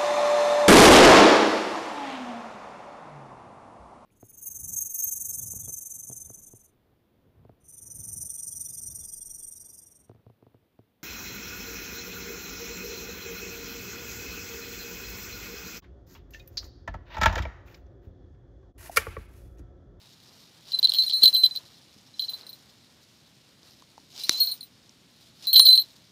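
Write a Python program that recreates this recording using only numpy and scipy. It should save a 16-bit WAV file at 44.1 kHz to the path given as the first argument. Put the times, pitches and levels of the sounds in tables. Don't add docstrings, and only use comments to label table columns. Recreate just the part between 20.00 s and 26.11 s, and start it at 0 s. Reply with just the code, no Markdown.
import sys
import numpy as np
from scipy import signal
from scipy.io import wavfile
from scipy.ndimage import uniform_filter1d

SR = 44100
rng = np.random.default_rng(int(sys.argv[2]) if len(sys.argv) > 2 else 0)


def pcm_store(signal):
    levels = np.round(np.clip(np.atleast_2d(signal), -1, 1) * 32767)
    wavfile.write(sys.argv[1], SR, levels.astype(np.int16).T)


def voltage_ratio(decibels):
    exponent = np.asarray(decibels, float) / 20
    return 10 ** exponent


N = 269451


def rms_one(x):
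    return x / np.sqrt(np.mean(x ** 2) + 1e-20)


def band(x, low_hz, high_hz, order):
    return signal.sosfilt(signal.butter(order, [low_hz, high_hz], "band", fs=SR, output="sos"), x)


def resonance(x, hz, width_hz):
    r = np.exp(-np.pi * width_hz / SR)
    feedback = [1, -2 * r * np.cos(2 * np.pi * hz / SR), r * r]
    return signal.lfilter([(1 - r * r) / 2, 0, (r * r - 1) / 2], feedback, x)


def clicks(seconds, sizes):
    train = np.full(N, 1e-18)
    np.add.at(train, (np.asarray(seconds) * SR).astype(int), sizes)
    return train


def drift(rate_hz):
    r = np.exp(-80 * np.pi * rate_hz / SR)
    noise = rng.standard_normal(N // 40 + 2002)
    slow = signal.lfilter([1], [1, -2 * r, r * r], noise)[2000:]
    return np.interp(np.arange(N) / 40, np.arange(len(slow)), rms_one(slow))


def coloured(sources, spectrum, patchy_db):
    hz, level_db = np.transpose(spectrum)
    edges = 22 * 2 ** np.arange(0, 9.7, 1 / 3)
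    out = 0
    for k, (low, high) in enumerate(zip(edges, edges[1:])):
        band_db = np.interp(np.log(low * high) / 2, np.log(hz), level_db)
        gain = voltage_ratio(band_db + patchy_db * drift(6.3))
        out = out + gain * band(sources[k % 2], low, high, order=2)
    return rms_one(out)


def woodland_floor():
    # pitch_hz [Hz], density_db [dB per Hz]
    wood = [(35, -30.5), (60, -11.5), (129, -1.5), (298, -7), (376, -13), (1050, -23.5), (4200, -15.5),
            (15500, -37)]
    return voltage_ratio(-57.5 - 2.5) * coloured(rng.standard_normal((2, N)), wood, patchy_db=0.07)


def stirring():
    # peak_s [s], crisp_db [dB], dull_db [dB], fall_s [s to fall by 20 dB]
    stirs = [(.02, -68, -65, 7.5), (.69, -56, -59.5, 1), (.9, -51, -57, .75), (1.23, -45, -47, 0.1949),
             (1.4, -59, -54.5, .5), (2.22, -60, -63, 0.74), (2.34, -64.5, -52, 0.27), (3.66, -65, -64, .3),
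             (4.188, -46.5, -54.5, 0.32), (4.32, -42.5, -51.5, 0.1667), (4.47, -56.5, -55.5, 0.17),
             (5.23, -63, -66.5, .13), (5.436, -54.5, -56, 0.33), (5.6, -51, -52.5, .42)]
    peak_s, crisp_db, dull_db, fall_s = np.transpose(stirs)
    rise_s, still_crisp_db, still_dull_db = 0.075, -76.5, -70.5
    late = np.arange(N) / SR - peak_s[:, None]
    power = voltage_ratio(-20 * np.maximum(late / fall_s[:, None], -late / rise_s)) ** 2
    crisp_gain = np.sqrt(voltage_ratio(crisp_db) ** 2 @ power + voltage_ratio(still_crisp_db) ** 2)
    dull_gain = np.sqrt(voltage_ratio(dull_db) ** 2 @ power + voltage_ratio(still_dull_db) ** 2)
    return crisp_gain, dull_gain


def leaves():
    # pitch_hz [Hz], density_db [dB per Hz]
    crisp_spectrum = [(880, -48.5), (1500, -32.5), (2590, -15.5), (4370, -1), (7760, -19), (16000, -21.5)]
    crisp_gain, dull_gain = stirring()
    grain_db = 3.3 * np.minimum(rng.exponential(1, (2, N)), 5)
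    grains = voltage_ratio(grain_db) * rng.choice([-1, 1], (2, N))
    grains_per_s = 1700 * voltage_ratio(3.5 * drift(25))
    grains = grains * (rng.random((2, N)) < grains_per_s / SR)
    crisp = crisp_gain * voltage_ratio(8.5) * coloured(grains, crisp_spectrum, patchy_db=1.8)
    dull = rms_one(resonance(rng.standard_normal(N), 480, 970))
    return crisp + dull_gain * voltage_ratio(-2.0 + 1.8 * drift(15)) * dull


def snaps():
    # start_s [s], snap_db [dB], knock_db
    # [dB], knock_hz [Hz]
    snap_events = [
        (1.2332, -30, -34, 330),
        (1.964, -57, -52, 253),
        (3.6315, -45, -60, 424),
        (3.823, -40.5, -52.5, 1050),
        (3.9792, -40, -45, 883),
        (4.0005, -46, -56, 251),
        (4.2943, 2, -29.5, 327),
        (4.894, -40, -70, 285),
        (5.5956, -9, -34, 1050),
    ]
    out, t = np.zeros(N + SR), np.arange(SR // 20) / SR
    bursts = rng.standard_normal((len(snap_events), len(t)))
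    for (start_s, snap_db, knock_db, knock_hz), burst in zip(snap_events, bursts):
        crack = burst * voltage_ratio(-60 * t / .004)
        body = voltage_ratio(snap_db + 9) * band(crack, 3500, 6310, order=3)
        fizz = voltage_ratio(1.4 * snap_db - 2.0) * band(.6 * crack + 3.18 * (t == 0), 600, 6900, order=1)
        knock = np.sin(2 * np.pi * knock_hz * t) * voltage_ratio(-60 * t / .017)
        knock = voltage_ratio(knock_db + 9.5) * band(knock, 90.07, 3400, order=1)
        out[int(start_s * SR):][:len(t)] += body + fizz + knock
    return out[:N]


def shell(seconds, levels_db, damping, modes_hz, detune_hz):
    out, place = np.zeros(N), np.zeros(len(modes_hz))
    starts = (seconds * SR).astype(int)
    detune = detune_hz * rng.standard_normal(levels_db.shape)
    for k, (start, end) in enumerate(zip(starts, [*starts[1:], N - 1])):
        t = np.arange(min(end - start, SR // 8) + 1) / SR
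        height = voltage_ratio(levels_db[k])
        phase = np.arcsin(np.clip(place / height, -1, 1))
        turns = np.outer(modes_hz + detune[k], t)
        rings = height[:, None] * voltage_ratio(-damping[k] * t) * np.sin(2 * np.pi * turns + phase[:, None])
        out[start:start + len(t) - 1] = rings[:, :-1].sum(axis=0)
        place = rings[:, -1]
    return out


def jolts(seconds, damping, restarts):
    last = np.maximum(np.searchsorted(seconds, np.arange(N) / SR) - 1, 0)
    step_db = 2.5 * rng.standard_normal(len(seconds))
    lost_db = np.cumsum(.4 * np.maximum(damping[last], 0)) / SR
    restart = (restarts * SR).astype(int)
    latest = np.maximum(np.searchsorted(restart, np.arange(N), "right") - 1, 0)
    lost_db = lost_db - lost_db[restart[latest]]
    return voltage_ratio(uniform_filter1d(step_db[last], size=24) - np.maximum(lost_db, 0))


def pellet(seconds, tick_db, ring_db):
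    # pitch_hz [Hz], width_hz [Hz], level_db [dB]
    cavity_modes = [(3240, 250, 17), (4530, 570, -7.5)]
    # pitch_hz [Hz], width_hz [Hz], level_db [dB]
    crack_modes = [(6000, 16000, -14), (12300, 700, -16)]
    chance = rng.random((len(seconds), 5))
    bounce_s = seconds[:, None] + np.cumsum(0.0069 + 0.0044 * chance[:, :2], axis=1)
    bounce_db = tick_db[:, None] - 14 - 14 * chance[:, 2:4]
    train = clicks(seconds, voltage_ratio(tick_db)) - clicks(bounce_s.ravel(), voltage_ratio(bounce_db.ravel()))
    cavity = sum(voltage_ratio(level_db) * resonance(train, hz, width_hz) for hz, width_hz, level_db in cavity_modes)
    contact = clicks(seconds, voltage_ratio((tick_db + ring_db) / 2 - 7.3 * chance[:, 4]))
    crack = sum(voltage_ratio(level_db) * resonance(contact, hz, width_hz) for hz, width_hz, level_db in crack_modes)
    radiated = band(cavity, 2950, 5600, order=6)
    return voltage_ratio(18.0) * (radiated + band(crack, 4500, 16000, order=1))


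def bell():
    low_pair_hz = [4052, 4275]
    upper_pairs_hz = [8772, 9160, 14166, 14702]
    # start_s [s], lower_mode_db [dB], upper_mode_db [dB],
    # damping [dB per s; below 0 the rolling pellet feeds the ring]
    foot_steps = [(0.7195, -25.5, -26, 2500), (0.7317, -25.5, -48, -600), (0.7495, -16.5, -30, 3000),
                  (0.7537, -24.5, -50, 448), (0.7882, -18.5, -28, -500), (0.7942, -19, -34, 5000),
                  (.8289, -13.5, -18.5, 498), (0.8433, -9, -22, 200), (0.8508, -6, -37, 700),
                  (.859, -12, -30, 5000), (0.872, -26, -17, 3197), (.884, -36, -26, -600),
                  (0.8945, -13, -26, 700), (0.9008, -25, -22, 5000), (.9197, -14, -37, 3200),
                  (.9375, -17, -25, 3200), (0.9458, -19.5, -32, 700), (.9521, -30, -28, -100),
                  (.9855, -11.5, -21.5, 210), (1.0234, -17, -23, 1002), (1.0354, -36, -17.5, 796),
                  (1.0637, -23.5, -47, 100), (1.081, -16.5, -37, 2200), (1.097, -26, -26, 35),
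                  (1.105, -22, -19, 5000), (1.11, -18.5, -34, 2200), (1.1235, -28, -22.5, 300),
                  (1.1343, -15, -26, 200), (1.1681, -23.5, -24, 247), (1.207, -38, -41, -600),
                  (1.2206, -17, -45, -600), (1.2341, -10, -3, 300), (1.2418, -22, -12, 700.5),
                  (1.2469, -11.5, -39, 199.5), (1.2566, -4, -15.5, 459.5), (1.278, -5.5, -13, 1001.5),
                  (1.329, -24, -33.5, -400), (1.3484, -11.5, -40, 29), (1.3574, -15.5, -39.5, 697.5),
                  (1.3645, -16, -29, 149.5), (1.4341, -13.5, -40.5, -1500), (1.4405, -6.5, -44.5, 299.5),
                  (1.4483, -19, -46.5, -600), (1.4643, -17, -37.5, 999.5), (1.51, -26, -58, 598),
                  (1.553, -27, -45, 1498), (1.561, -20, -30, 1498), (1.5721, -20.5, -32, 1500)]
    toes_shift = [(2.14, -43.5, -61, 698), (2.1945, -18.5, -39, 300), (2.2016, -31, -28, 500),
                  (2.221, -24.5, -40, 300), (2.2467, -31, -28, 1200), (2.2818, -31.5, -43, -600),
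                  (2.2943, -26.5, -43, 704), (2.3343, -28.5, -48, 30), (2.3423, -30, -35, 800),
                  (2.4106, -44, -38.5, 3000), (2.432, -43, -51, 1200), (2.4665, -36, -53, 1400),
                  (2.4918, -34.5, -57, 1000), (2.5026, -47, -39, 2000), (2.53, -35.5, -58, 1000)]
    first_tug = [(4.207, -32, -64, 900), (4.2361, -25.5, -47, 300), (4.249, -35.5, -29, 1000),
                 (4.2965, -21, -30, 2200), (4.3095, -22, -36, 1200), (4.3244, -32, -45, 30),
                 (4.335, -26.5, -43, 700), (4.343, -24.5, -46, 200), (4.3754, -35, -29, 100),
                 (4.4037, -27.5, -14.5, 30), (4.4175, -32, -12, 450), (4.4324, -23, -26, 250),
                 (4.4485, -45, -24.5, 650), (4.4715, -23.5, -22.5, 450), (4.4843, -33, -28, 200),
                 (4.5145, -31, -27.5, 300), (4.5197, -23, -24, 1000), (4.609, -35, -31.5, 1470),
                 (4.629, -34, -68, 1000)]
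    second_tug = [(5.4462, -43.5, -46, 31), (5.4706, -19.5, -30, 63), (5.5057, -33, -27.5, 102),
                  (5.53, -22, -15, 29), (5.544, -9.5, -17, 1498), (5.5536, -13, -33, -1500),
                  (5.5599, -5, -13, 396), (5.5662, -7, -14, 99), (5.583, -10, -16, 302),
                  (5.5955, 1, -8.5, 28.5), (5.6029, -15, -16, 28), (5.634, -17, -22.5, 196),
                  (5.654, -15.5, -9, 98), (5.6672, -8.5, -13.5, 100), (5.6786, -13, -46, -600),
                  (5.6887, -3, -22.5, 438.5), (5.7065, -8.5, -17.5, 198.5), (5.7292, -5, -18, 300.5),
                  (5.755, -19, -17, 427), (5.7768, -9.5, -14, 398), (5.796, -15.5, -21.5, 700),
                  (5.813, -37, -30, 29.5), (5.821, -23, -27, 2500.5), (5.836, -36.5, -58, 999)]
    # start_s [s], middle_pair_db
    # [dB], top_pair_db [dB], lean_db [dB toward the higher mode of each pair]
    hard_strikes = [(0.7184, -70, -47, 2), (0.7453, -43, -66, 10), (0.7885, -39.5, -32, -13),
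                    (0.8285, -45, -46, 11), (0.8431, -35.5, -38, 8.5), (0.8501, -39.5, -41, 3.5),
                    (0.894, -35.5, -40.5, -21), (0.9194, -35, -38, -21), (0.937, -33.5, -30, -1),
                    (0.946, -47.5, -33, 3), (0.9852, -34, -32, 3), (1.0237, -40, -38, -17.5),
                    (1.035, -47, -34.5, -10), (1.0636, -42.5, -48, 4), (1.0855, -51, -37.5, 3),
                    (1.0983, -44.5, -54.5, -9), (1.1335, -41, -40, 2), (1.166, -42, -42.5, -1),
                    (1.2335, -27, -21.5, -1.5), (1.2518, -30, -19, -18.5), (1.2644, -40, -33.5, 3.5),
                    (1.279, -32, -30.5, 0.5), (1.339, -43.5, -31, -4), (1.3647, -34.5, -30, -11.5),
                    (1.4325, -38.5, -38, -8.5), (1.446, -39.5, -32.5, -10), (1.5185, -51, -55, -11),
                    (1.5583, -46.5, -38, 0.5),
                    (2.194, -45, -45, 7), (2.206, -51.5, -37, 6), (2.2449, -51, -51, -14),
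                   (2.295, -44, -37, 11), (2.3346, -55, -48, -3), (2.467, -51, -53, -1),
                   (2.4928, -51, -41, -4), (2.53, -59, -53, 1), (4.235, -46.5, -46, -1.5),
                   (4.3232, -66, -40.5, -14), (4.3731, -50, -38, 4), (4.401, -34.5, -21.5, -15),
                   (4.418, -32.5, -26, 4.5), (4.4599, -43.5, -30, -4), (4.5156, -35.5, -34, 7),
                   (4.5387, -45, -39, 9), (4.6075, -43, -46.5, 10), (4.6305, -52, -46, 11),
                    (5.47, -39, -28, 12), (5.5055, -52, -36, 6), (5.5307, -25, -15.5, -37),
                 (5.5464, -30, -18.5, -14), (5.5604, -32, -15, -15.5), (5.5813, -26.5, -27, 1),
                 (5.5953, -20.5, -38.5, 13), (5.6024, -19.5, -28.5, 8.5), (5.6516, -29, -18, 4.5),
                 (5.698, -27, -30, -9), (5.729, -33.5, -26, -5.5), (5.753, -30, -29.5, -6.5),
                 (5.775, -34, -36, -10), (5.7958, -38, -24.5, -14)]
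    # start_s [s], peak_db #
    # [dB]
    strong_ticks = [(0.8282, -27.5), (0.8431, -30.5), (0.8728, -27.5), (0.9199, -23.5), (0.937, -24),
                     (0.9457, -22.0), (0.9542, -27.0), (0.9853, -26.5), (1.0966, -25), (1.1108, -26.5),
                     (1.2235, -31.5), (1.2337, -22.0), (1.2432, -24.5), (1.2491, -28.0), (1.2574, -17.0),
                     (1.2781, -26.5), (1.2863, -29.5), (1.3484, -31), (1.3564, -30), (1.3654, -26),
                     (1.4379, -23), (1.4467, -25), (1.4576, -26), (1.4649, -31.0),
                     (2.1942, -29.5), (2.2014, -31.5), (2.221, -40), (2.239, -36.0), (2.295, -38),
                    (5.5294, -25.5), (5.5446, -20), (5.5586, -16.5), (5.5654, -13.5), (5.5798, -20),
                    (5.596, -13.5), (5.603, -18), (5.6295, -38), (5.648, -35), (5.6666, -21.0),
                    (5.6782, -34), (5.6876, -26.5), (5.7058, -29), (5.7294, -29), (5.7523, -31),
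                    (5.7754, -25), (5.7964, -32)]

    strikes = np.array(foot_steps + toes_shift + first_tug + second_tug)
    strike_s, pair_db, damping = strikes[:, 0], strikes[:, 1:3], strikes[:, 3]
    hum = shell(strike_s, pair_db, damping, low_pair_hz, detune_hz=3.3)
    hum = band(hum, 3600, 4800, order=3)

    hard_s, middle_db, top_db, lean_db = np.transpose(hard_strikes)
    lower, higher = -np.maximum(lean_db, 0), np.minimum(lean_db, 0)
    upper_db = np.transpose([middle_db + lower, middle_db + higher, top_db + lower, top_db + higher])
    fade = np.full(len(hard_s), 170)
    shine = shell(hard_s, upper_db, fade, upper_pairs_hz, detune_hz=4.5)
    shine = band(shine * jolts(strike_s, damping, hard_s), 6000, 17500, order=1)

    ring_db = pair_db.max(axis=1)
    ticks = pellet(strike_s, ring_db - 26.5, ring_db)
    strong_tick_s, knock_db = np.transpose(strong_ticks)
    strong_tick_sound = pellet(strong_tick_s, knock_db - 0.6, np.interp(strong_tick_s, strike_s, ring_db))
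    return hum + shine + ticks + strong_tick_sound


def scene():
    jingle = bell()
    loudness = uniform_filter1d(np.abs(jingle), size=SR // 16)
    floor = woodland_floor() / (1 + 3.0 * loudness)
    return (floor + leaves() + snaps() + jingle)[None]


def roll_off(x):
    return signal.sosfilt(signal.butter(12, 16650, fs=SR, output="sos"), x)


def record(dry):
    overload, cutoff_hz = 0.66, 16300
    clipped = np.clip(dry, -overload, overload)
    top_cut = signal.cheby2(10, 50, cutoff_hz, fs=SR, output="sos")
    return roll_off(signal.sosfilt(top_cut, clipped))


dry = scene()
out = record(dry)
pcm_store(out)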